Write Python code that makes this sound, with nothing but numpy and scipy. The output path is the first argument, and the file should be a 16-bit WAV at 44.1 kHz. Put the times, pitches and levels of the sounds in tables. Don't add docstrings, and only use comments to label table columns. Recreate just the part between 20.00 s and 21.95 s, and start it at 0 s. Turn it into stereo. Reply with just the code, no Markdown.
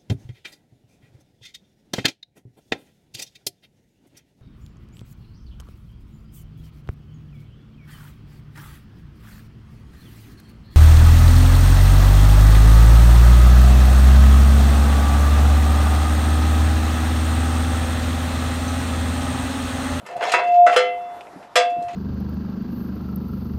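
import sys
import numpy as np
from scipy import signal
from scipy.fft import rfft, irfft, next_fast_len
from scipy.io import wavfile
from scipy.ndimage import uniform_filter1d

SR = 44100
rng = np.random.default_rng(int(sys.argv[2]) if len(sys.argv) > 2 else 0)


def pcm_store(signal):
    levels = np.round(np.clip(np.atleast_2d(signal), -1, 1) * 32767)
    wavfile.write(sys.argv[1], SR, levels.astype(np.int16).T)


def nominal_scale(level):
    x = np.asarray(level, float) / 20
    return 10 ** x


N = 85995
SING_HZ = 705

PAN_HZ = [408, 503, 645, 972, 1205, 1270, 1346, 1484, 1621, 1800, 1964, 2057, 2121, 2396]
RIM_HZ = [2557, 2642, 2660, 2683, 2724, 3052, 3325, 3465, 4011, 4158, 4980]
PAN_T60_S = [0.56, 0.47, 0.34, 0.4, 0.33, 0.21, 0.32, 0.17, 0.34, 0.26, 0.34, 0.66, 0.41, 0.14]
RIM_T60_S = [.26, .85, .65, .6, .6, .35, .3, 1.2, .26, .22, .16]


def rms_one(x):
    return x / np.sqrt(np.mean(x ** 2) + 1e-20)


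def at_hz(points, hz):
    table_hz, value = np.transpose(points)
    return np.interp(np.log(hz), np.log(table_hz), value)


def drift(rate_hz):
    pole = np.exp(-80 * np.pi * rate_hz / SR)
    white = rng.standard_normal(N // 40 + 2002)
    slow = signal.lfilter([1], [1, -2 * pole, pole * pole], white)[2000:]
    return np.interp(np.arange(N) / 40, np.arange(len(slow)), rms_one(slow))


def ring(hz, gain, t60_s, size):
    t = np.arange(size) / SR
    decay = np.exp(-np.log(1000) * np.outer(1 / t60_s, t))
    return gain @ (np.sin(2 * np.pi * np.outer(hz, t)) * decay)


def add(out, start_s, x):
    i = int(start_s * SR)
    out[i:i + len(x)] += x[:N - i]


def high_pass(x, order, cut_hz):
    return signal.sosfilt(signal.butter(order, cut_hz, "high", fs=SR, output="sos"), x)


def body(tilt_db_oct, share, count, size):
    # freq_hz, level_db
    spectrum = [(250, -14.5), (500, -7.5), (1000, -5.5), (2300, -2), (4000, -13.5), (7500, -13.5),
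                (11000, -22.5), (15500, -36.5)]
    # freq_hz, t60_s
    decay_table = [(300, 0.52), (1000, 0.39), (3000, 0.35), (7000, 0.19), (14000, 0.01)]
    blur_share, rise_s = 0.71, .0007
    share, t = np.clip(share, .03, 3), np.arange(size) / SR

    def colour(hz):
        return nominal_scale(at_hz(spectrum, hz) + tilt_db_oct * np.log2(hz / 3000))

    spots, luck = rng.random(count), rng.standard_normal((2, count))
    hz = 400 + 14000 * ((np.arange(count) + spots) / count) ** 1.4
    gain = luck[0] * colour(hz)
    t60_s = at_hz(decay_table, hz) * share * np.exp(.12 * luck[1])
    apart = ring(hz, gain, t60_s, size) / np.sqrt(np.sum((hz > 1500) * gain ** 2))

    f = np.arange(size // 2 + 1) * SR / size + 1
    white = rfft(rng.standard_normal(size)) * colour(f)
    centres_hz = np.geomspace(250, 16000, 13)[:, None]
    bands = irfft(white * np.maximum(0, 1 - 2 * np.abs(np.log2(f / centres_hz))), size)
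    decay = np.exp(-np.log(1000) * t / (at_hz(decay_table, centres_hz) * share))
    blur = np.sum(bands * decay, axis=0)
    blur = blur / np.std(irfft(white * (f > 1500), size)) / np.sqrt(2)

    mix = np.sqrt(1 - blur_share) * apart + np.sqrt(blur_share) * blur
    return mix * np.minimum(1, t / rise_s) / 2


def knocks():
    # start_s, peak_db, tilt_db_oct, ring_share, chatter_s
    hits = [
        (0.338, -8, -2.5, 0.73, 0.0079),
        (0.6650, -14, -2, 1, 0.0023),
        (0.7628, -7, 0.5, 0.96, 0.0043),
        (1.556, 0, 1, 0.74, 0.013),
    ]
    pan_struck_db = [
        [-53.5, -22.5, -22, -17, -35, -16.5, -23, -19, -22, -20.5, -20.5, -27.5, -28, -43.5],
        [-53.5, -23.5, -17, -52.5, -47.5, -40, -17, -18, -30.5, -31.5, -23, -29.5, -33, -50],
        [-28, -8, -21, -61, -20.5, -54, -16.5, -19.5, -25.5, -20, -34, -24, -24, -45],
        [-51, -12, -18, -28.5, -17, -72, -26, -31, -19, -40, -31, -47.5, -30, -14],
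    ]
    rim_struck_db = [
        [-19, -29, -60, -24, -60, -40, -37, -41, -31, -42, -45],
        [-45, -45, -60, -30, -60, -45, -44, -41, -48, -50, -50],
        [-40, -41, -60, -29, -60, -22, -23, -45, -45, -25, -27],
        [-35, -60, -27, -60, -35, -35, -26, -60, -36, -40, -40],
    ]
    # knock_index, mode_hz, split_hz, twin_share (negative = opposed)
    twins = [(2, 2683, 7, .8), (2, 2057, -3.9, -.75), (2, 3052, 10, .6), (2, 3465, 2.7, .8),
             (3, 503, -11.5, -.5), (0, 2683, 6, .5)]
    crack_db = [-2.5, -12, -4, -12]
    pan_free = [0.88, 0.81, 0.94, 0.74]
    stop_s, crack_s, body_db = 0.0048, .0012, -4.5

    out, size = np.zeros(N), SR // 2
    hz, t60_s = np.array(PAN_HZ + RIM_HZ), np.array(PAN_T60_S + RIM_T60_S)
    is_pan = np.arange(len(hz)) < len(PAN_HZ)
    later, t = np.arange(2 * size) / SR, np.arange(1500) / SR
    for k, (start_s, peak_db, tilt_db_oct, share, chatter_s) in enumerate(hits):
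        until_next_s = hits[k + 1][0] - start_s if k + 1 < len(hits) else 1
        gain = nominal_scale(np.array(pan_struck_db[k] + rim_struck_db[k])) * rng.choice([-1, 1], len(hz))
        decay_s = t60_s * np.where(is_pan, pan_free[k], 1)
        clear = ring(hz, gain, decay_s, 2 * size)
        for knock, mode_hz, split_hz, twin_share in twins:
            if knock == k:
                pick = hz == mode_hz
                clear += ring(hz[pick] + split_hz, twin_share * gain[pick], decay_s[pick], 2 * size)
        damping = np.exp(-np.maximum(0, later - until_next_s) / stop_s)
        add(out, start_s, clear * np.minimum(1, later / .004) * damping)

        bumps = (rng.random(1500) < .02) * rng.standard_normal(1500) * np.exp(-t / chatter_s)
        bumps[0] = 2
        bumps = bumps / np.sqrt(np.sum(bumps ** 2))
        dense = signal.fftconvolve(body(tilt_db_oct, share, count=90, size=size), bumps)
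        add(out, start_s, nominal_scale(peak_db + body_db) * dense)
        add(out, start_s, nominal_scale(crack_db[k]) * np.sin(2 * np.pi * 1300 * t) * np.exp(-t / crack_s))
    return out


def singing():
    # time_s, level_db_rms
    swell = [(.05, -59), (0.132, -32.5), (.29, -23.5), (0.401, -22.5), (0.439, -21.5), (.53, -14),
             (.60, -8), (0.67, -8.5), (0.676, -17), (0.701, -14.5), (.784, -27), (.886, -24.5),
             (1.142, -35.5), (1.286, -52.5), (1.555, -48), (1.566, -17), (1.854, -27), (1.95, -34.5)]
    # from_s, to_s, depth_share
    rubbing = [
        (0, .41, .9),
        (.675, .80, .45),
        (1.25, 1.55, .9),
    ]
    sag_start_s, sag_hz_per_s = 1.6, 14
    rough, flutter_hz = .025, 12
    rub_depth, rub_hz = 0.74, 44

    time_s, level_db = np.transpose(swell)
    t = np.arange(N) / SR
    pitch_hz = SING_HZ - sag_hz_per_s * np.maximum(0, t - sag_start_s)
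    phase = 2 * np.pi * np.cumsum(pitch_hz) / SR
    contact = sum(share * (t >= a) * (t < b) for a, b, share in rubbing)
    rub = rub_depth * uniform_filter1d(contact, size=600)
    swing = 1 + rough * drift(flutter_hz) + rub * (drift(rub_hz) + 1j * drift(rub_hz))
    tone = np.real(swing * np.exp(1j * phase)) / np.sqrt(1 + 2 * rub ** 2)
    return np.sqrt(2) * nominal_scale(np.interp(t, time_s, level_db)) * tone


def drag():
    # time_s, level_db, tilt_db_oct
    strokes = [
        [(.05, -36.5, -5), (.12, -42, -0.5), (.2, -36, -1.5), (.23, -27, 0.5), (.31, -32.5, 3.5),
         (.42, -34, -4), (.47, -48, 3.5), (.58, -51.5, 6)],
        [(.665, -38.5, -2.5), (.74, -22.5, 0), (.755, -36, 4)],
        [(1.87, -55, -0.5), (1.89, -57, 4.5), (1.95, -47.5, 4)],
    ]
    slips_per_s, slip_spread_db, rasp_db, rasp_hz = 900, 4, 2.0, 17
    ring_share, drag_db = .35, -2

    t, out = np.arange(N) / SR, np.zeros(N)
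    slip_db = slip_spread_db * np.minimum(rng.exponential(1, N), 4) + rasp_db * drift(rasp_hz)
    slips = (rng.random(N) < slips_per_s / SR) * nominal_scale(slip_db) * rng.choice([-1, 1], N)

    hz = np.array(PAN_HZ + RIM_HZ[:-1] + [SING_HZ])
    clear_gain = nominal_scale(-12.0 - 3.36 * np.log2(hz / 1000))
    blade = body(0, ring_share, count=60, size=SR // 6)
    blade = blade + ring(hz, clear_gain, np.full(len(hz), .12), SR // 6)
    dull = signal.sosfilt(signal.butter(2, 3000, fs=SR, output="sos"), blade)
    scale = np.sqrt(np.mean(slips ** 2) * np.sum(dull ** 2))
    for stroke in strokes:
        time_s, level_db, tilt_db_oct = np.transpose(stroke)
        push = slips * nominal_scale(np.interp(t, time_s, level_db, left=-120, right=-120) + drag_db) / scale
        bright_push = push * nominal_scale(2 * np.interp(t, time_s, tilt_db_oct))
        out += signal.fftconvolve(push, dull)[:N]
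        out += signal.fftconvolve(bright_push, blade - dull)[:N]
    return out


def touches():
    # start_s, peak_db, tilt_db_oct, ring_share
    ticks = [(0.0635, -29, 5.5, 1), (0.0886, -29.5, -10, 0.99), (0.166, -32.5, 15, 0.6),
             (0.21, -16.5, -9.5, 0.96), (0.2271, -13.5, -5.5, 1), (0.2537, -19, 6.5, 0.01),
             (0.3187, -4.5, 1.5, 0.56), (0.3894, -13.5, -9, 0.7), (0.7306, -15, -6, 0.98),
             (1.21, -36, 17, 0.35), (1.4277, -34, -4.5, 0.43), (1.6992, -35, 2.5, 0.67),
             (1.8089, -41, -15, 0.43), (1.824, -34, 6.5, 0.7), (1.884, -26.5, -4, 0.62),
             (1.5583, -21, 9, 1.8)]
    clear_db, scatter_db, longest_t60_s, touch_db = -24, 5, .1, -7.5

    out = np.zeros(N)
    hz, t60_s = np.array(PAN_HZ + RIM_HZ), np.array(PAN_T60_S + RIM_T60_S)
    for start_s, peak_db, tilt_db_oct, share in ticks:
        slope_db = (np.minimum(tilt_db_oct, 0) + 6.5) * np.log2(hz / 3000)
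        gain = nominal_scale(clear_db + scatter_db * rng.standard_normal(len(hz)) + slope_db)
        decay_s = np.minimum(t60_s, longest_t60_s) * np.clip(share, .03, 1)
        clear = ring(hz, gain, decay_s, size=5000)
        dense = body(tilt_db_oct, share, count=30, size=5000)
        add(out, start_s, nominal_scale(peak_db + touch_db) * (dense + clear))
    return out


def catches():
    # start_s, peak_db, centre_hz, t60_s
    snags = [(.1662, -27.5, 720, .05), (.178, -28, 720, .06), (.2085, -31, 800, .06),
             (.2267, -26.5, 2200, .07), (.2275, -18, 1500, .06), (.2525, -30, 5600, .12),
             (.2525, -25.5, 760, .06), (.272, -29.5, 3800, .1), (.286, -25.5, 750, .08),
             (.391, -35, 4100, .15), (.6653, -23, 1450, .04), (.676, -18.5, 1400, .04),
             (.6982, -17, 1400, .04), (.727, -20.5, 2800, .08), (.7626, -17.5, 3100, .04),
             (.776, -28.5, 830, .12), (1.2091, -36, 2500, .05), (1.2091, -39.5, 3200, .05),
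             (1.27, -42.5, 2300, .06), (0.669, -31.5, 545, .08), (.255, -21, 974, 0.12),
             (.228, -30, 524, .1), (.345, -20.5, 1057, 0.15), (1.559, -29.5, 1206, 0.13),
             (1.887, -47, 6000, .05)]
    spread = .1

    out = np.zeros(N)
    for start_s, peak_db, centre_hz, t60_s in snags:
        place, strength = rng.random((2, 5))
        hz = centre_hz * (1 + spread * (np.arange(5) - 2.5 + place) / 2)
        patch = ring(hz, (.5 + strength) / 3, np.full(5, t60_s), size=7000)
        add(out, start_s, nominal_scale(peak_db) * patch)
    return out


def thuds():
    # start_s, peak_db, pitch_hz
    bumps = [(1.331, -29.5, 293), (1.36, -27.5, 270), (1.404, -43.5, 166), (1.765, -29.5, 335),
             (1.783, -26, 250.5), (1.816, -29, 307.6), (1.844, -37, 129), (1.866, -50, 113),
             (1.911, -38.5, 202), (1.934, -29, 262), (0.029, -37, 203), (0.159, -43, 145)]
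    t60_cycles = 16.7

    out, t = np.zeros((2, N)), np.arange(6000) / SR
    for start_s, peak_db, pitch_hz in bumps:
        hz = pitch_hz * np.array([.7, 1, 1.45])
        plate = ring(hz, np.array([.5, 1, -.4]), t60_cycles / hz, len(t))
        x = nominal_scale(peak_db) * plate * np.minimum(1, t * pitch_hz)
        for side in out:
            side_delay_s = rng.uniform(0, .003) if side is not out[0] and np.shares_memory(side, out[1]) else 0
            add(side, start_s + side_delay_s, x * nominal_scale(rng.normal(0, 2)))
    return out


def murmur():
    # freq_hz, density_db_per_hz
    spectrum = [(25, -14), (55, -11.5), (100, -9.5), (300, -2.5), (800, 2.5), (1800, -12), (4500, -23.5),
                (12500, -30.5)]
    # freq_hz, likeness_0_to_1
    likeness = [(40, 0.2), (150, 0.84), (500, 0.93), (3000, 0.93), (12000, 0.3)]
    level_db, top_hz = -45.5, 14300

    out, together = 0, drift(3.0)
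    edges_hz = 22 * 2 ** np.arange(0, 9.6, .5)
    white = rng.standard_normal((2, 2, N + SR // 2))
    for k, (low_hz, high_hz) in enumerate(zip(edges_hz, edges_hz[1:])):
        band = signal.butter(2, [low_hz, high_hz], "band", fs=SR, output="sos")
        mid, side = signal.sosfilt(band, white[k % 2])[:, SR // 2:]
        hz = np.sqrt(low_hz * high_hz)
        alike = np.clip(at_hz(likeness, hz), 0, 1)
        gain = nominal_scale(at_hz(spectrum, hz) + 1.2 * together + 2.2 * drift(9))
        out = out + gain * (np.sqrt(1 + alike) * mid + np.sqrt(1 - alike) * side * [[1], [-1]])
    fire = nominal_scale(level_db) * rms_one(out)
    return signal.sosfilt(signal.cheby2(10, 50, top_hz, fs=SR, output="sos"), fire)


def cab(x):
    t60_s, wall_cut_hz = 0.11, 11000
    size = next_fast_len(N + SR)
    w = 2 * np.pi * np.arange(size // 2 + 1) / size
    dull = 1 / (1 + 1j * w * SR / (2 * np.pi * wall_cut_hz))
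    out = np.zeros((2, len(w)), complex)
    for k, lag_s in enumerate(rng.uniform(0.0065, 0.021, 16)):
        loop = nominal_scale(-60 * lag_s / t60_s) * dull * np.exp(-1j * w * lag_s * SR)
        out[k % 2] += (-1) ** (k // 2) * loop / (1 - loop)
    echoes = irfft(out * rfft(x, size), size)[:, :N]
    return signal.lfilter([1, -1], [1], echoes)


def scene():
    left_db, shadow_hz, cab_db = -1.25, 5000, -10
    light = high_pass(touches() + drag(), 6, 480)
    clatter = light + high_pass(knocks() + catches(), 4, 261)
    shovel = clatter + singing()
    low = signal.lfilter(*signal.butter(1, shadow_hz, fs=SR), shovel)
    placed = shovel - low + low * nominal_scale(np.array([[left_db], [-left_db]]))
    return placed + nominal_scale(cab_db) * cab(clatter) + thuds() + murmur()


def band_limit(x):
    return signal.sosfilt(signal.butter(12, 16640, fs=SR, output="sos"), x)


def record(dry):
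    rounded = dry / (1 + (dry / .93) ** 8) ** (1 / 8)
    mix = signal.sosfilt(signal.cheby2(10, 60, 16500, fs=SR, output="sos"), rounded)
    return band_limit(mix)


dry = scene()
out = record(dry)
pcm_store(out)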